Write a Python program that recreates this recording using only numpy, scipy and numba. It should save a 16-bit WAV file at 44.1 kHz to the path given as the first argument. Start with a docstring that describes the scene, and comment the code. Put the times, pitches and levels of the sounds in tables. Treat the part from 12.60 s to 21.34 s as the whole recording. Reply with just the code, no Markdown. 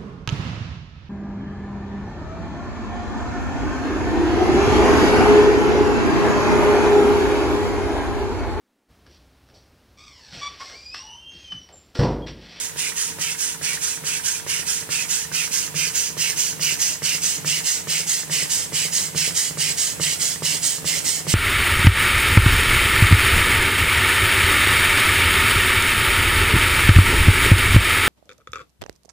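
"""The exhaust of a model beam engine leads, right of centre: each turn gives a wet, gurgling puff and a
dry hiss, made of sputtering noise, a resonant pipe, a leak and spits. Bearing knocks strike damped modes
of the iron frame and the booming plinth. Under them lie rolling rumble, a faint hum and room noise.
The engine stands on a table in a small room; the stereo microphone creeps nearer, from the front round
to the cylinder end."""
import sys
import numpy as np
from scipy import signal
from scipy.fft import rfft, irfft, next_fast_len
from scipy.io import wavfile
from scipy.ndimage import map_coordinates
from numba import njit

SR = 44100
rng = np.random.default_rng(int(sys.argv[2]) if len(sys.argv) > 2 else 0)


def wav_record(signal):
    """Record a signal, one row per channel, as 16-bit PCM in the file named by sys.argv[1]."""
    frames = np.transpose(np.atleast_2d(signal))
    bounded = np.clip(frames, -1, 1)
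    # unit amplitude maps onto the largest positive 16-bit level
    quanta = np.round(bounded * 32767).astype(np.int16)
    wavfile.write(sys.argv[1], SR, quanta)


N = 385434
T = np.arange(N) / SR  # t/s

# Colour of the wet jet, the dry jet and the leak: f/Hz, relative spectral level/dB
WET_HISS = [(500, -19.5), (1100, -20.5), (1600, -10.5), (2100, -3.5), (2950, 0.5), (3600, -5), (5000, -0.5),
            (6200, -1), (8500, -1), (10200, -5.5), (12700, -13.5), (14600, -6.5), (16000, -14)]
DRY_HISS = [(500, -32), (1100, -25), (1600, -11), (2050, -8), (2450, -17.5), (2950, -4.5), (3600, -7.5),
            (5000, -4), (6600, 0), (8600, -2.5), (10500, -7), (12600, -16), (14700, -8), (16000, -17)]
LEAK = [(700, -6), (1500, -15), (2700, -3), (3900, -16), (5500, -4.5), (8500, 2.5), (10500, 0.5),
        (12700, -5), (14500, -7), (16000, -18)]
# Flow out of each end of the cylinder, and the drive of the pipe on each puff:
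# opening t/s into the turn, attack/s, open time/s, first burst/dB, sag by closing/dB, release/(dB per s)
WET_PUFF = (0.00074, .035, 0.14, 2.63, 1.4, 404)
DRY_PUFF = (0.19, 0.036, 0.16, 0.53, 10.1, 340)
GURGLE_PUFF = (0.01, 0.07, 0.1053, 0.2, 2.2, 413)
DRY_RING_PUFF = (0.19, 0.016, 0.14, .5, .5, 440)
BURST_S = 0.019  # time constant of the first burst, whose level in dB falls to 1/e
# Condensate rings the pipe at a pitch that shoots up as the valve opens, then sinks
GURGLE_START_HZ, GURGLE_TOP_HZ, GURGLE_RISE_S, GURGLE_SINK_HZ_PER_S = 1290, 2795, 0.04, 5000
DRY_RING_HZ, DRY_RING_DB = 2610, -11.5  # the dry puff rings it round one pitch, driven less hard
LEAK_SWING_DB, LEAK_PEAK_S = 3, .21  # the valve leaks most halfway through the turn
# The valve spits as it opens the wet port and as it shuts each port: t/s into the turn, level/dB
VALVE_SPITS = [(.001, -32.5), (.161, -30), (.361, -34.5)]

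# Hiss as the engine shades its outlet, from the front and from the cylinder end: f/Hz, level/dB
FROM_FRONT = [(300, -21), (1100, 4.5), (1500, 5), (2050, 0.5), (2500, -0.5), (3000, -1.5), (3600, -0.5),
              (4400, -2), (5800, 2.5), (9300, 2), (16500, -5.5)]
FROM_END = [(300, 8), (1100, 0.5), (1650, -3.5), (2120, 3.5), (2500, -7.5), (2950, 0.5), (3600, -0.5),
            (4300, 1), (5150, 3), (5700, -0.5), (6500, 1), (8300, 3), (9300, -0.5), (16500, -1)]
# Colour the hiss gains where the outlet beams at the microphone: f/Hz, level/dB
ON_AXIS = [(300, -6), (1500, .5), (2000, -1.5), (2800, 3), (3600, -2), (4400, 2.5), (5000, 1.5),
           (6100, 3.5), (7500, 0.1), (10000, -.5), (16500, -2.5)]
# The beam: angle and width (0-1 as in MIC_PATH), then gurgle and highest treble added on the axis
BEAM_ANGLE, BEAM_WIDTH, BEAM_GURGLE_DB, BEAM_TREBLE_DB = .43, 0.25, 3.5, 5.5
# Path of the microphone: t/s, nearness (0 far - 1 close), angle (0 front - 1 cylinder end)
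MIC_PATH = [(0, .02, 0.025), (2.2, 0.37, 0.087), (3.9, 0.66, 0.45), (5.6, 0.76, 0.74), (7.2, 1, 0.86),
            (8.7, 1, 1)]
# Place of the exhaust between the two ports of the microphone: t/s, left minus right level/dB
EXHAUST_PAN = [(0.0, -7), (0.68, -6), (3.03, -7.0), (5.43, -4.5), (8.53, -6), (8.63, -3.0), (8.7, -5.5)]

# Turns of the flywheel, nearly even, then a little quicker: t/s, length of a turn/s
TURN_LENGTH = [(3.5, .426), (6.9, .425), (7.7, .423)]
FIRST_TURN_S = -.267
# Slack taken up in the bearings: t/s into the turn, frame level/dB, plinth level/dB, contact/s
BLOWS = [(.002, -1, -12, 0.00064), (.010, -6.5, -3.5, .001), (0.131, -3, -10, .0012),
         (.195, -20, -19, 0.0011), (.364, -12, -14, 0.00055), (.408, -9, -10.5, 0.0021)]
# Modes of the iron frame and of the wooden plinth: f/Hz, level/dB, t60/s
FRAME = [(296, -8, 0.048), (381, 4, 0.015), (431, -0.5, 0.044), (534, -4, 0.057), (662, -23, .02),
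         (920, 1.5, 0.019), (1159, 7, 0.015), (1390, -4, 0.022), (1900, -5, 0.017)]
PLINTH = [(99, -14, .36), (140, -13, .43), (154, 0, .43), (166.5, 0, .58)]
# Shaft rolling in its bearings and the still room, then the backdrop: f/Hz, relative spectral level/dB
RUMBLE = [(25, -24), (45, -33), (72, -5.5), (98, 0.5), (122, -7.5), (158, 4.5), (215, -7), (290, -2.5),
          (370, -9), (520, -7), (740, -13), (1200, -15), (2500, -15)]
AMBIENCE = [(25, -16), (70, 0.5), (170, -2), (300, -5.5), (600, -17), (800, -7.5), (1100, -14.5),
            (1450, -6.5), (2500, -7.5), (16000, -12)]

# Steam levels (far, close), before the mix of direct sound and echoes
WET_DB, DRY_DB = (-25.5, -21.5), (-22, -18.5)
GURGLE_DB, LEAK_DB = (-28.5, -26.5), (-40, -36)
# Machine levels (far, close)
KNOCK_DB, BOOM_DB, RUMBLE_DB = (-39, -31.5), (-38, -26.5), (-47, -40.5)
# What changes with the angle (from the front, from the cylinder end)
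HUM_DB, OVERTONE_DB, TREBLE_DB = (-52.5, -55), (-53, -58.5), (-3, 0.5)
PORT_LAG_MS = (0.068, 0.031)
BOUNCE_MS, BOUNCE_DB = (0.88, 0.727), (-18, -18)
HUM_HZ = 447.6
TOP_HZ = 15800


def exhaust(age, near, on_axis):
    """Two jets of steam a turn, the ringing pipe and the leak, all louder with the microphone close."""
    wet = colour(sputter(age, rate=220, repeat_db=-0.5, chance_db=0.8), WET_HISS)
    wet = wet * flow(age, WET_PUFF) * undb(between(WET_DB, near))
    dry = colour(sputter(age, rate=180, repeat_db=0.0, chance_db=1.0), DRY_HISS)
    dry = dry * flow(age, DRY_PUFF) * undb(between(DRY_DB, near))
    return wet + dry + gurgle(age, near, on_axis) + leak(age, near)


def flow(age, puff):
    """One puff: the valve opens on a burst, the pressure sags ever faster, the valve shuts."""
    opens, attack, length, burst_db, sag_db, release = puff
    t = np.maximum(age - opens, 0)
    burst = burst_db * np.exp(-np.maximum(t - attack, 0) / BURST_S)
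    sag = sag_db * np.minimum(t / length, 1) ** 2
    closing = release * np.maximum(t - length, 0)
    return np.minimum(t / attack, 1) * undb(burst - sag - closing)


def sputter(age, rate, repeat_db, chance_db):
    """A jet broken up by droplets: partly the same on every turn, partly new."""
    repeated = np.interp(age, T, walk(rate))
    return noise() * undb(repeat_db * repeated + chance_db * walk(2 * rate))


def gurgle(age, near, on_axis):
    """Condensate in the pipe resonates: pitch rises and sinks on the wet puff, hovers on the dry one."""
    rising = between((GURGLE_START_HZ, GURGLE_TOP_HZ), np.minimum(age / GURGLE_RISE_S, 1))
    sinking = rising - GURGLE_SINK_HZ_PER_S * np.maximum(age - GURGLE_RISE_S, 0)
    hz = np.where(age < DRY_RING_PUFF[0], sinking, DRY_RING_HZ)
    hz = hz * np.exp(.05 * walk(100))  # the pitch wavers
    pipe = sputter(age, rate=180, repeat_db=-0.3, chance_db=1.5)
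    for _ in range(2):
        pipe = resonate(pipe, hz, 800.)
    drive = flow(age, GURGLE_PUFF) + undb(DRY_RING_DB) * flow(age, DRY_RING_PUFF)
    return unit(pipe) * drive * undb(between(GURGLE_DB, near) + BEAM_GURGLE_DB * on_axis)


def leak(age, near):
    """Steam seeping past the valve: steady noise that swells and ebbs once a turn."""
    swing = np.cos(2 * np.pi * (age - LEAK_PEAK_S) / curve(TURN_LENGTH, T)[0])
    return colour(noise(), LEAK) * undb(between(LEAK_DB, near) + LEAK_SWING_DB * swing)


def spits(age, near, per_s, level_db):
    """Droplets burst at the outlet, loudest while the flow is strong."""
    both = flow(age, WET_PUFF) + flow(age, DRY_PUFF)
    bursts = (rng.random(N) < per_s / SR) * rng.uniform(0.68, 1, N)
    envelope = signal.lfilter([1], [1, -np.exp(-1 / (0.0014 * SR))], bursts)  # 1.4 ms decay
    return colour(envelope * noise(), DRY_HISS) * both * undb(between(DRY_DB, near) + level_db)


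def valve_spits(age, hz, width_hz, decay_s):
    """A short spit rings the pipe as the valve snaps over."""
    envelope = np.zeros(N)
    for at, db in VALVE_SPITS:
        envelope += undb(db) * (age > at) * np.exp(-np.abs(age - at) / decay_s)
    return unit(resonate(noise(), np.full(N, float(hz)), float(width_hz))) * envelope


def toward_microphone(steam, angle, on_axis):
    """The hiss changes colour as the microphone moves round the shading engine and through the beam."""
    steam = (1 - angle) * shape(steam, FROM_FRONT) + angle * shape(steam, FROM_END)
    steam = between((steam, shape(steam, ON_AXIS)), on_axis)
    # the jet beams its highest treble
    treble_db = between(TREBLE_DB, angle) + BEAM_TREBLE_DB * on_axis
    steam = steam + (undb(treble_db) - 1) * shape(steam, [(8500, -60), (11500, 0), (17000, 0)])
    # the bounce off the table combs the upper hiss
    bounce = shape(steam, [(3500, -14), (6000, 0), (7600, 0), (9000, -6), (16000, -8)])
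    return steam + undb(between(BOUNCE_DB, angle)) * delayed(bounce, between(BOUNCE_MS, angle))


def turn_starts():
    """The moment at which each turn of the flywheel begins."""
    starts = [FIRST_TURN_S]
    while starts[-1] < T[-1]:
        starts.append(starts[-1] + curve(TURN_LENGTH, starts[-1])[0])
    return np.array(starts)


def crank():
    """Seconds into the current turn."""
    starts = turn_starts()
    return T - starts[np.searchsorted(starts, T, side="right") - 1]


def knocks(near, scatter_db, jitter_s):
    """Each reversal of load strikes the iron frame and rocks the plinth: half-sine pushes drive modes."""
    on_frame, on_plinth = np.zeros(N), np.zeros(N)
    for start in turn_starts():
        for after, frame_db, plinth_db, contact in BLOWS:
            late, size = rng.standard_normal(2)
            at = start + after + jitter_s * late
            i = int(at * SR)
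            if 0 <= i < N - SR // 100:
                span = slice(i, i + SR // 100)
                push = np.sin(np.pi * np.clip((T[span] - at) / contact, 0, 1))
                push = push / push.sum() * undb(scatter_db * size)
                on_frame[span] += push * undb(frame_db)
                on_plinth[span] += push * undb(plinth_db)
    knock = ring(on_frame, FRAME) * undb(between(KNOCK_DB, near ** 2))
    boom = ring(on_plinth, PLINTH) * undb(between(BOOM_DB, near))
    return knock + boom


def ring(force, modes):
    """Damped modes driven by a force; a unit blow gives rms 1 over its first 20 ms."""
    t = T[:SR // 2]
    response = np.zeros(len(t))
    for hz, db, t60 in modes:
        response += undb(db) * np.cos(2 * np.pi * hz * t) * undb(-60 * t / t60)
    return signal.fftconvolve(force, response / np.std(response[:SR // 50]))[:N]


def room(x, t60, treble_t60, onset, size=16384):
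    """Dense echoes, different at each port and from block to block; treble has its own decay time."""
    t = T[:size]
    out, x = np.zeros((2, N + 4 * size)), np.pad(x, (size, 2 * size))
    fade = np.sin(np.pi * np.arange(2 * size) / (2 * size))  # blocks overlap by half
    for i in range(0, N + size, size):
        chance = rng.standard_normal((2, size))
        low = signal.lfilter([.3], [1, -.7], chance)
        tail = low * undb(-60 * t / t60) + (chance - low) * undb(-60 * t / treble_t60)
        tail *= t > onset
        tail /= np.linalg.norm(tail, axis=1, keepdims=True)
        block = x[i:i + 2 * size] * fade
        out[:, i:i + 3 * size - 1] += signal.fftconvolve([block], tail, axes=1)
    return out[:, size:size + N]


def rolling(near):
    """The shaft rolls in its bearings: low stereo noise with a fluttering level."""
    return spread(RUMBLE, side=1.0) * undb(between(RUMBLE_DB, near) + 2.0 * walk(22)) * pan(-1.5)


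def hum(angle):
    """A faint, slightly wavering tone in the room, with a narrow band of noise an octave or so above."""
    tone = np.sqrt(2) * np.sin(2 * np.pi * np.cumsum(HUM_HZ + .5 * walk(2.99)) / SR)
    tone = tone * undb(between(HUM_DB, angle) + .6 * walk(2))
    overtone = colour(noise(), [(800, -19), (910, -1.5), (962, 1.0), (1010, -2.5), (1100, -22)])
    return tone + overtone * undb(between(OVERTONE_DB, angle))


def ambience():
    """The backdrop of the room: steady, wide stereo noise."""
    return spread(AMBIENCE, side=0.93) * undb(-40.0)


def spread(points, side):
    """Stereo noise: a shared part and a part that differs between the ports."""
    mid, difference = colour(noise(), points), side * colour(noise(), points)
    return unit(np.array([mid + difference, mid - difference]))


def pan(db):
    """Gains of the two ports for a left minus right level in dB."""
    gains = undb(np.array([db, -db]).reshape(2, -1) / 2)
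    return gains / np.sqrt(np.mean(gains ** 2, axis=0))


def delayed(x, ms):
    """A signal heard over a path whose length changes."""
    return map_coordinates(x, [np.arange(N) - ms * SR / 1000], order=3)


@njit
def resonate(x, hz, width):
    """State-variable band-pass with a moving centre; width in Hz."""
    y, band, low = np.empty(len(x)), 0., 0.
    for i in range(len(x)):
        g, k = np.tan(np.pi * hz[i] / SR), width / hz[i]
        v = (band + g * (x[i] - low)) / (1 + g * (g + k))
        band, low, y[i] = 2 * v - band, low + 2 * g * v, k * v
    return y


def shape(x, points):
    """Filter a signal by (f/Hz, level/dB) points, falling steeply beyond the ends."""
    hz, db = np.transpose(points)
    size = next_fast_len(N)
    f = np.maximum(np.fft.rfftfreq(size, 1 / SR), 1)
    gain = undb(np.interp(np.log(f), np.log(hz), db))
    gain = gain * np.minimum(f / hz[0], 1) ** 2 * np.minimum(hz[-1] / f, 1) ** 2
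    return irfft(rfft(x, size) * gain, size)[:N]


def colour(x, points):
    """Give a signal a spectrum, at rms 1."""
    return unit(shape(x, points))


def noise():
    """White noise."""
    return rng.standard_normal(N)


def walk(rate):
    """Smooth chance of rms 1, changing `rate` times a second."""
    return unit(np.interp(T * rate, np.arange(N), noise()))


def unit(x):
    """Scale to rms 1."""
    return x / np.sqrt(np.mean(x ** 2))


def undb(db):
    """Decibels to gain."""
    return 10 ** (np.asarray(db) / 20)


def curve(table, at):
    """The columns of a table, joined by straight lines."""
    x, *columns = np.transpose(table)
    return [np.interp(at, x, c) for c in columns]


def between(ends, share):
    """A value that goes from one end to the other as the share goes from 0 to 1."""
    return ends[0] + (ends[1] - ends[0]) * share


def scene():
    """Exhaust and machinery, right of centre, over the hum of the room."""
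    age = crank()
    near, angle = np.clip(curve(MIC_PATH, T), 0, 1)
    on_axis = np.exp(-((angle - BEAM_ANGLE) / BEAM_WIDTH) ** 2)
    steam = exhaust(age, near, on_axis)
    steam = steam + spits(age, near, per_s=45, level_db=-14.5)
    steam = steam + valve_spits(age, hz=1860, width_hz=420, decay_s=0.0063)
    steam = toward_microphone(steam, angle, on_axis)
    # the left port hears the steam later
    direct = np.array([delayed(steam, between(PORT_LAG_MS, angle)), steam])
    # the casting and the backdrop scatter it within milliseconds, the room more slowly
    scatter = undb(-4) * room(steam, t60=.035, treble_t60=.035, onset=.0008, size=2048)
    walls = undb(-7) * room(steam, t60=.16, treble_t60=.13, onset=.007, size=4096)
    puffs = undb(-2.5) * (direct + scatter + walls) * pan(curve(EXHAUST_PAN, T)[0])
    body = knocks(near, scatter_db=1.6, jitter_s=.0002)
    body_echo = undb(-10) * room(body, t60=.2, treble_t60=.12, onset=.004)
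    machine = (body + body_echo) * pan(-4.3)
    return puffs + machine + rolling(near) + hum(angle) * pan(-3.3) + ambience()


def record(dry):
    """The recorder cuts the deepest bass and the top."""
    dry = signal.sosfilt(signal.butter(3, 42, "high", fs=SR, output="sos"), dry)
    return signal.sosfilt(signal.ellip(10, .2, 80, TOP_HZ, fs=SR, output="sos"), dry)


dry = scene()
out = record(dry)
wav_record(out)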